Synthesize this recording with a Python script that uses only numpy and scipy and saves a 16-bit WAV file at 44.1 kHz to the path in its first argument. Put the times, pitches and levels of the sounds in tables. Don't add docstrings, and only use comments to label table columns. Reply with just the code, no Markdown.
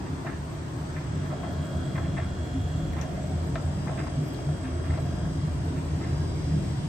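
import sys
import numpy as np
from scipy import signal
from scipy.fft import rfft, irfft
from scipy.io import wavfile
from scipy.ndimage import uniform_filter1d

SR = 44100
rng = np.random.default_rng(int(sys.argv[2]) if len(sys.argv) > 2 else 0)


def transcribe(signal):
    frames = np.atleast_2d(signal).T
    limited = np.clip(frames, -1, 1)
    pcm = np.round(limited * 32767).astype(np.int16)
    wavfile.write(sys.argv[1], SR, pcm)


N = 303408
TIME = np.arange(N) / SR


def amp(db):
    return 10 ** (np.asarray(db) / 20)


def evened(x):
    return x / np.sqrt(np.mean(x ** 2) + 1e-20)


def read(points, hz):
    f, value = np.transpose(points)
    return np.interp(np.log(hz + 1), np.log(f + 1), value)


def columns(rows, t=TIME):
    s, *values = np.transpose(rows)
    return [np.interp(t, s, v) for v in values]


def sides(pan_db):
    return amp(np.array([pan_db / 2, -pan_db / 2]))


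def wander(top_hz):
    speeds_hz = top_hz * np.geomspace(.15, 1, num=12)
    return evened(sum(np.sin(2 * np.pi * (f * TIME + rng.random())) / np.sqrt(f) for f in speeds_hz))


def resonate(x, hz, width):
    turn = np.exp(2j * np.pi * np.cumsum(hz * np.ones(x.shape[-1])) / SR)
    r = np.exp(-np.pi * width / SR)
    return 2 * turn * signal.lfilter([1 - r], [1, -r], x / turn)


def noise(points, size, patchy_db, tilt_db=0):
    # (frequency [Hz], likeness [-1 to 1])
    likeness = [(60, 0.99), (170, 0.96), (290, 0.77), (520, 0.21), (800, -0.016), (1410, -0.047),
                (6820, -0.035), (8600, -0.65)]
    frames, hz = 4 * N // size + 5, np.fft.rfftfreq(size, 1 / SR)
    a, b, c, d, patches = rng.standard_normal((frames, len(hz), 5)).T
    patches = uniform_filter1d(patches, size=12, axis=0)
    patches = evened(uniform_filter1d(patches, size=10, axis=1))
    same = read(likeness, hz)[:, None]
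    left = a + 1j * b
    right = same * left + np.sqrt(1 - same ** 2) * (c + 1j * d)
    inside = (hz > points[0][0]) & (hz < points[-1][0])
    level_db = read(points, hz)[:, None] + patchy_db * patches + tilt_db
    z = np.array([left, right]) * inside[:, None] * amp(level_db)
    return signal.istft(z, nperseg=size, noverlap=3 * size // 4)[1][:, :N]


def add(mix, s, sound):
    part = mix[:, round(s * SR):][:, :sound.shape[1]]
    part += sound[:, :part.shape[1]]


def cabinet():
    # (time [s], low panel level [dB], upper panels level [dB])
    rumble = [(0.0, -34.5, -38), (0.6, -37, -36.5), (1.25, -36, -34), (1.7, -38, -36), (2.2, -34, -32),
              (2.6, -30, -34.5), (3.1, -35, -34), (3.65, -32, -34.5), (3.9, -38.5, -31), (4.25, -34.5, -34),
              (4.7, -32, -36), (4.95, -32.5, -31), (5.7, -32, -33), (6.3, -31.5, -32.5), (6.88, -33.5, -30)]
    # (frequency [Hz], relative level per Hz [dB])
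    low_panel = [(22, -50), (32, -29.5), (45, -7.5), (68, -5), (75, -2.5), (81, 7), (88, 0.5), (95, -5),
                 (106, -4.5), (115, 0.5), (130, -23.5)]
    upper_panels = [(100, -28.5), (118, -9.5), (133, -6.5), (150, -2.5), (160, -4.5), (166, -16),
                    (174, -20), (185, -7.5), (193, -7.5), (205, -27.5), (220, -16.5)]
    swell_db, swell_hz = 0.43, 1.8
    low_db, upper_db = columns(rumble)
    low = evened(noise(low_panel, size=8192, patchy_db=1.0))
    upper = evened(noise(upper_panels, size=8192, patchy_db=2.0))
    return amp(swell_db * wander(swell_hz)) * (amp(low_db) * low + amp(upper_db) * upper)


def air():
    # (time [s], level [dB], low hump [dB], middle hump [dB], upper hump [dB])
    rush_curves = [(0.0, -38, 4.5, 6, 0.5), (0.45, -39, 2, 6, 1), (1.2, -38, 1.5, 2, 3),
                   (2.85, -38.5, -1, 1, 1), (3.2, -38, 3, 2, -0.5), (4.0, -37.5, -1.5, 3, -1),
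                   (4.55, -38, 3, 0.5, 0.5), (5.6, -38, 1.5, 3, -0.5), (6.0, -37, 5, 3, -2),
                   (6.88, -36.5, -0.5, 1, -3.5)]
    # (frequency [Hz], relative level per Hz [dB])
    rush_spectrum = [(170, -27.5), (215, -6.5), (258, 3.5), (305, -2), (330, 1), (385, -7), (415, -9),
                     (447, -6.5), (480, -12), (850, -16.5), (940, -15.5), (1700, -20), (2500, -27),
                     (5000, -31), (8600, -32.5), (9100, -34), (9700, -47.5)]
    pan_db, bright_db = 0.74, 1
    size = 2048
    frame_s = np.arange(4 * N // size + 5) * (size // 4) / SR
    octave = np.log2(np.fft.rfftfreq(size, 1 / SR)[:, None] + 1e-9)
    _, low_db, middle_db, upper_db = columns(rush_curves, frame_s)
    colour_db = bright_db * np.clip((octave - np.log2(400)) / 4, 0, 1)
    # its height, its centre in Hz and its half-width in octaves
    for hump_db, hz, octaves in [(middle_db, 900, 0.27), (low_db, 390, 0.23), (upper_db, 1450, 0.31)]:
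        colour_db = colour_db + hump_db * np.exp(-((octave - np.log2(hz)) / octaves) ** 2)
    rush = noise(rush_spectrum, size=size, patchy_db=1.3, tilt_db=colour_db)
    return amp(columns(rush_curves)[0]) * sides(pan_db)[:, None] * evened(rush)


def grille():
    # (time [s], level [dB])
    loudness = [(0.0, -53.5), (0.73, -54.5), (1.49, -45.5), (2.9, -46), (3.1, -42), (3.7, -47.5),
                (3.98, -45), (4.66, -47.5), (4.95, -44.5), (5.63, -51.5), (6.88, -48.5)]
    # (frequency [Hz], relative level per Hz [dB])
    hollow_bands = [(470, -48), (520, -7), (550, 3.5), (585, -3), (625, 5), (665, -1.5), (705, 3),
                    (750, -1.5), (800, -32)]
    hollow = noise(hollow_bands, size=4096, patchy_db=2.0)
    return amp(columns(loudness)[0]) * evened(hollow + 0.41 * hollow[::-1])


def whistle(hz, width, level_db, pan_db, lead, shared):
    once = resonate(rng.standard_normal((3, N)), hz, width).real
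    common, left, right = resonate(once, hz, width)
    common_pair = common * np.exp([[.5j * lead], [-.5j * lead]])
    pair = shared * common_pair + np.sqrt(1 - shared ** 2) * np.array([left, right])
    return amp(level_db) * sides(pan_db) * evened(pair.real)


def whistles():
    # (frequency [Hz], width of each of two filter passes [Hz])
    tones = [(7210, 170), (7990, 110), (8365, 260), (1630, 34)]
    # (time [s], level [dB], left minus right [dB])
    curves = [
        [(0.0, -89, -1), (1.28, -86, -2), (1.53, -67, -4), (2.68, -68, -16), (3.6, -69, 7), (4.14, -69, 9),
         (5.36, -70, 2), (5.96, -75, -6), (6.6, -68, 0), (6.88, -69, -1)],
        [(0.0, -69, 15), (0.53, -69, 13), (0.8, -60, 7), (1.3, -62.5, 3), (1.76, -60, -5), (2.7, -62, 3),
         (3.08, -66, -4), (3.25, -59, -2), (3.66, -59.5, 9), (4.3, -60.5, -5), (5.0, -59, -2), (5.55, -69, 18),
         (6.0, -62.5, 2), (6.88, -60, -3)],
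        [(0.0, -75, 4), (0.44, -67, 11), (1.15, -75, 2), (1.76, -70, -9), (2.26, -79, -4), (3.1, -69, 5),
         (3.72, -67.5, 15), (5.3, -64, -1), (5.6, -62.5, 3), (6.88, -61.5, -1)],
        [(0.0, -70, 0), (4.6, -64, 0), (5.0, -64, 0), (5.2, -54, 0), (5.35, -68, 0), (6.05, -66, 0),
         (6.2, -53, 0), (6.4, -70, 0), (6.6, -64, 0), (6.88, -68, 0)],
    ]
    leads = [1.6, -2.3, -2.6, 0.5]
    return sum(whistle(hz, width, *columns(rows), lead, shared=0.37)
               for (hz, width), rows, lead in zip(tones, curves, leads))


def compressor():
    # (multiple [turns], relative level [dB])
    shell_orders = [
        [(58, 0), (59, -12), (60, -10), (61, -12)],
        [(67, 0)],
        [(68, 0)],
        [(69, 0), (70, 0), (71, -6), (72, -7), (73, -10)],
        [(78, -13), (92, -8), (93, -10), (94, -9), (95, -9), (96, -10), (97, -10), (111, -10), (113, -8),
         (114, -7), (117, -10), (122, -7)],
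        [(104, 0), (105, -14)],
        [(103, 0), (102, -9)],
        [(84, 0), (85, -1), (86, -7)],
    ]
    # (time [s], left level [dB], right level [dB], lead of the left [rad])
    shell_paths = [
        [(0.0, -75, -86, 0.1), (0.9, -73, -82, -2.3), (1.5, -64, -71, 1.6), (2.3, -66, -63, -0.5),
         (2.9, -65, -64, -0.5), (3.4, -84, -76, 1.0), (4.3, -67, -68, -0.5), (5.2, -66, -70, -0.8),
         (5.85, -66, -74, -0.6), (6.45, -73, -68, 1.2), (6.88, -63, -67, 0.2)],
        [(0.0, -66, -68, 0.4), (0.45, -64, -87, -2.0), (0.9, -69, -62, -2.9), (1.2, -67, -62, -0.4),
         (1.45, -61, -55, 0.2), (1.9, -62, -56, -0.3), (2.3, -63, -59, -0.6), (2.7, -63, -57, -0.7),
         (2.9, -64, -56, -1.8), (3.0, -68, -60, -2.1), (3.4, -60, -63, -1.7), (3.8, -65, -62, -2.3),
         (4.3, -57, -62, -1.3), (4.75, -60, -64, -1.2), (5.2, -61, -62, -0.8), (5.55, -64, -61, -1.5),
         (5.85, -69, -76, -2.4), (6.1, -59, -68, -3.5), (6.45, -71, -58, -3.0), (6.88, -57, -56, -3.6)],
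        [(0.0, -73, -76, 1.6), (0.45, -70, -71, 2.1), (0.9, -71, -64, 3.0), (1.2, -63, -63, 6.1),
         (1.5, -61, -64, 6.5), (1.9, -60, -57, 5.8), (2.3, -61, -59, 5.9), (2.7, -61, -57, 5.7),
         (2.9, -66, -56, 5.6), (3.0, -76, -63, 3.9), (3.4, -65, -71, 4.2), (3.8, -66, -62, 4.1),
         (4.3, -65, -64, 4.9), (4.75, -64, -62, 4.1), (5.2, -62, -60, 4.8), (5.6, -67, -65, 4.0),
         (5.85, -76, -72, 1.6), (6.1, -76, -62, 2.3), (6.45, -70, -60, 4.8), (6.88, -69, -63, 3.0)],
        [(0.0, -72, -75, 2.6), (0.45, -81, -82, -0.1), (0.9, -82, -73, 1.1), (1.2, -73, -74, 0.6),
         (1.5, -78, -73, -0.9), (1.9, -66, -64, -0.1), (2.3, -67, -64, -0.1), (2.7, -64, -63, 0.1),
         (2.9, -70, -64, -0.3), (3.0, -78, -72, -1.0), (3.4, -75, -75, 0.0), (3.8, -75, -80, -0.8),
         (4.3, -70, -77, -2.3), (4.75, -71, -87, -1.4), (5.2, -71, -74, -1.6), (5.6, -86, -79, -2.4),
         (5.85, -74, -73, -4.8), (6.1, -74, -70, -4.6), (6.45, -72, -71, -2.5), (6.88, -68, -71, -2.7)],
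        [(0.0, -69, -71, -1.4), (0.9, -75, -70, 0.4), (1.5, -71, -69, 0.2), (2.3, -71, -69, 0.4),
         (2.9, -69, -68, 1.1), (3.4, -66, -70, -2.4), (4.3, -65, -67, -2.8), (5.2, -67, -68, -2.2),
         (5.85, -68, -69, -3.5), (6.45, -65, -68, -4.8), (6.88, -64, -68, -4.7)],
        [(0.0, -69, -76, -0.8), (0.45, -76, -76, 2.0), (0.9, -67, -72, 0.5), (1.2, -66, -71, 0.6),
         (1.5, -66, -70, -0.3), (1.9, -63, -71, 0.1), (2.3, -77, -68, -0.1), (2.7, -72, -68, -0.3),
         (2.9, -73, -68, -0.2), (3.08, -68, -75, 2.3), (3.4, -60, -80, 3.6), (3.8, -56, -63, 2.3),
         (4.3, -57, -63, 2.0), (4.75, -60, -66, 2.1), (5.2, -56, -65, 1.8), (5.6, -60, -66, 2.1),
         (5.8, -63, -68, 2.4), (6.15, -53, -58, 2.4), (6.45, -53, -59, 2.1), (6.88, -56, -66, 1.7)],
        [(0.0, -78, -75, 1.0), (0.9, -72, -75, 0.4), (1.9, -69, -75, 1.0), (2.3, -78, -80, 3.8),
         (2.9, -80, -79, 4.0), (3.5, -67, -75, 3.0), (4.05, -62, -65, 2.6), (4.5, -70, -72, 2.2),
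         (5.2, -65, -69, 2.4), (5.85, -70, -80, 2.8), (6.2, -61, -64, 1.3), (6.88, -69, -71, 1.6)],
        [(0.0, -79, -80, -0.6), (1.1, -74, -75, 0.0), (1.9, -70, -69, 0.0), (2.8, -73, -70, 0.5),
         (3.3, -76, -81, 0.0), (4.0, -83, -84, 1.5), (6.0, -80, -78, -0.5), (6.88, -71, -84, 1.0)],
    ]
    turning_hz, lift_db = 48.594, 1
    wobble_turns, wobble_hz = 0.0005, 9.0
    flutter_db, flutter_hz = 1.3, 25.0
    group_leads, lag_turns, stray_turns = [0, 0.31, 0, 0, 0, 0, 0.3, 0], 0.1, 0.03
    out = np.zeros((2, N))
    turns = turning_hz * TIME + wobble_turns * wander(wobble_hz)
    for orders, rows, ahead in zip(shell_orders, shell_paths, group_leads):
        left_db, right_db, lead = columns(rows)
        first = orders[0][0]
        ring = 0
        for k, db in orders:
            offset = ahead - lag_turns * (k - first) ** 2 + stray_turns * rng.random()
            ring = ring + amp(db) * np.exp(2j * np.pi * (k * turns + offset))
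        pair = np.array([ring, ring * np.exp(-1j * lead)]).real
        out += amp([left_db, right_db] + flutter_db * wander(flutter_hz)) * pair
    return amp(lift_db) * out


def top_hiss():
    # (frequency [Hz], level per Hz [dB])
    hiss_bands = [(9000, -98), (9700, -102), (10300, -123), (11200, -123), (11700, -95), (12000, -89.5),
                  (14500, -99.5), (15700, -101)]
    middle = noise(hiss_bands, size=1024, patchy_db=4.5)[0]
    side = noise(hiss_bands, size=1024, patchy_db=6.0)[0]
    return middle + .4 * side * np.array([[1], [-1]])


def knocks():
    # (time [s], level [dB],
    # tuning frequency [Hz], time to fall 60 dB before ringing [s], left minus right [dB])
    impacts = [(0.055, -48, 1710, 0.15, -2), (0.245, -41, 790, 0.048, 2), (0.252, -41.5, 1900, 0.31, -1),
               (0.263, -45, 870, 0.06, -1), (0.307, -51.5, 1720, 0.32, -5), (0.507, -51, 950, 0.34, 2),
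               (0.953, -43.5, 1780, 0.29, 1), (0.968, -48, 1370, 0.054, -8), (1.212, -48, 905, 0.28, 4),
               (1.241, -55, 2300, 0.11, -2), (1.298, -44.5, 1100, 0.17, -3), (1.324, -36, 690, 0.09, -1),
               (1.428, -41, 1030, 0.22, 3), (1.457, -47, 820, 0.11, -5), (1.947, -42, 1930, 0.16, 0),
               (1.969, -46.5, 1200, 0.53, 0), (1.977, -38, 1070, 0.039, 4), (2.041, -49, 1690, 0.15, -6),
               (2.163, -40.5, 1770, 0.18, 3), (2.177, -41, 1780, 0.045, -3), (2.183, -40.5, 715, 0.08, -10),
               (2.209, -46, 1610, 0.24, 0), (2.953, -45.5, 1290, 0.48, -7), (2.98, -47, 2600, 0.11, 6),
               (3.01, -47, 1450, 0.15, 4), (3.15, -48, 1300, 0.19, -3), (3.471, -46, 645, 0.062, -3),
               (3.553, -36.5, 655, 0.038, -3), (3.554, -36, 1400, 0.069, 1), (3.576, -46, 1330, 0.066, -2),
               (3.596, -49, 1210, 0.06, -6), (3.871, -41, 1150, 0.096, 6), (3.89, -36.5, 634, 0.043, -2),
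               (3.901, -43, 780, 0.36, -4), (3.97, -42, 1950, 0.34, -1), (4.059, -43, 1000, 0.14, 9),
               (4.066, -44.5, 1190, 0.05, -9), (4.386, -44, 885, 0.042, 2), (4.485, -41, 820, 0.079, 0),
               (4.635, -48, 2500, 0.21, 1), (4.83, -48.5, 1590, 0.31, -2), (4.889, -44, 1600, 0.17, 0),
               (4.93, -47, 2190, 0.12, 4), (4.972, -39, 960, 0.1, 1), (5.251, -48, 1540, 0.08, 0),
               (5.758, -51.5, 2200, 0.12, -4), (6, -48.5, 1680, 0.2, -2), (6.026, -48.5, 1850, 0.24, -2)]
    # (frequency [Hz], half-width [Hz], relative level [dB])
    drum_modes = [(650, 40, 5), (850, 100, -5), (1060, 80, -2), (1340, 70, -1), (1600, 90, -2),
                  (1800, 80, 1), (2050, 100, 0), (2400, 120, -3), (2700, 140, -5), (3750, 300, -8)]
    hard_length_s, hard_rise_s, soft_rise_s = 0.1, 0.0025, 0.009
    tap_size, tap_db = 2.4, -1.0
    strike_db, strike_sharpness = -3.5, 2.2
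    out, t, f = np.zeros((2, N)), np.arange(8192) / SR, np.fft.rfftfreq(8192, 1 / SR)
    modes = np.array([(-1) ** k * amp(mode_db) / (1 + 2j * (f - hz) / width)
                      for k, (hz, width, mode_db) in enumerate(drum_modes)])

    def start_level(x):
        return np.sqrt((x[..., :900] ** 2).mean())

    for s, db, tuning_hz, length, pan_db in impacts:
        hard = length < hard_length_s
        rise = hard_rise_s if hard else soft_rise_s
        common, left, right, lumps = rng.standard_normal((4, len(t)))
        drum = amp(rng.uniform(-3, 3, len(drum_modes))) @ modes
        blow = (1 - np.exp(-t / rise)) * amp(-60 * t / length)
        blow *= amp(2.1 * evened(uniform_filter1d(lumps, size=110)))
        taps = evened(common * (abs(common) > tap_size))
        scuff = (amp(tap_db) * taps + np.array([left, right])) * blow
        x = 1j * f / tuning_hz
        band = x ** 2 / (1 + 2.3 * x + x ** 2) ** 3.13
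        ring = irfft(rfft(scuff) * drum * band)
        if hard:
            strike = irfft(drum / (1 + strike_sharpness * (x + 1 / (x + 1e-9))) ** 3)
            ring = ring / start_level(ring) + amp(strike_db) * strike / start_level(strike)
        add(out, s, amp(db) * sides(pan_db)[:, None] * ring / start_level(ring))
    return out


def surges():
    # (time [s], low tone peak [dB], middle tone peak [dB], high tone peak [dB])
    surge_rows = [(0.088, -47, -29, -53), (0.792, -34, -29.5, -49), (1.2, -28, -29, -46),
                  (1.574, -36, -52, -41.5), (1.731, -23.5, -30.5, -49), (2.049, -32, -35, -37),
                  (2.534, -35, -31, -29), (2.737, -30, -44, -41), (3.341, -41, -35, -49),
                  (3.629, -24.5, -40, -48), (4.159, -32.5, -22.5, -33.5), (4.451, -31.5, -24.5, -40),
                  (4.62, -48, -50, -32), (4.876, -25, -29, -34.5), (5.24, -43, -35, -37),
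                  (5.419, -27.5, -23, -42), (5.897, -27, -27, -46), (6.179, -26.5, -35, -47),
                  (6.505, -41, -22.5, -45), (6.759, -28, -34, -46)]
    tones_hz = (83.8, 147.7, 256)
    rise_s, fall_60db_s = 0.037, 0.18
    out, t = np.zeros((2, N)), np.arange(SR // 2) / SR
    swell = (1 - np.exp(-t / rise_s)) ** 2 * amp(-60 * t / fall_60db_s)
    swell = swell / swell.max()
    for (s, *levels_db), chance in zip(surge_rows, rng.random((len(surge_rows), 6))):
        tones = 0
        for hz, db, (stray, phase) in zip(tones_hz, levels_db, chance.reshape(3, 2)):
            tone_hz = hz * (.96 + .08 * stray)
            tones = tones + amp(db) * np.sin(2 * np.pi * (tone_hz * t + phase))
        add(out, s, np.tile(swell * tones, (2, 1)))
    return out


def ticks():
    # (time [s], level [dB], centre [Hz], width of each filter pass [Hz], left minus right [dB])
    tick_bands = [(2.927, -60, 13500, 2500, 0), (2.933, -45.5, 1740, 800, 16), (2.934, -57, 9000, 12000, 2),
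                  (3.013, -47.5, 6000, 2000, 22), (3.0145, -56, 11000, 9900, 5),
                  (3.015, -48, 2410, 2500, 14), (3.555, -42, 3400, 3000, 7), (4.072, -51, 4500, 4000, 5),
                  (4.28, -56, 12700, 2500, 0), (4.335, -54, 13000, 3500, 0), (4.345, -46.5, 3800, 2500, 7),
                  (4.973, -49, 2200, 1800, -2), (4.973, -51, 4500, 3000, 4)]
    out, t = np.zeros((2, N)), np.arange(2400) / SR
    fade = amp(-60 * t / 0.016) + amp(-7.5 - 60 * t / 0.16)
    for s, db, hz, width, pan_db in tick_bands:
        burst = rng.standard_normal((2, len(t))) * fade
        band = burst + 0.29 * burst[::-1]
        for _ in range(3):
            band = resonate(band, hz, width).real
        start_level = np.sqrt((band[:, :60] ** 2).mean())
        add(out, s, amp(db) * sides(pan_db)[:, None] * band / start_level)
    return out


def scene():
    steady = cabinet() + air() + grille() + whistles() + compressor() + top_hiss()
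    return steady + knocks() + surges() + ticks()


def record(dry):
    edge_hz = 15735
    low_pass = signal.firwin(2047, edge_hz, window=("kaiser", 9), fs=SR)
    return signal.oaconvolve(dry, low_pass[None], "same")


dry = scene()
out = record(dry)
transcribe(out)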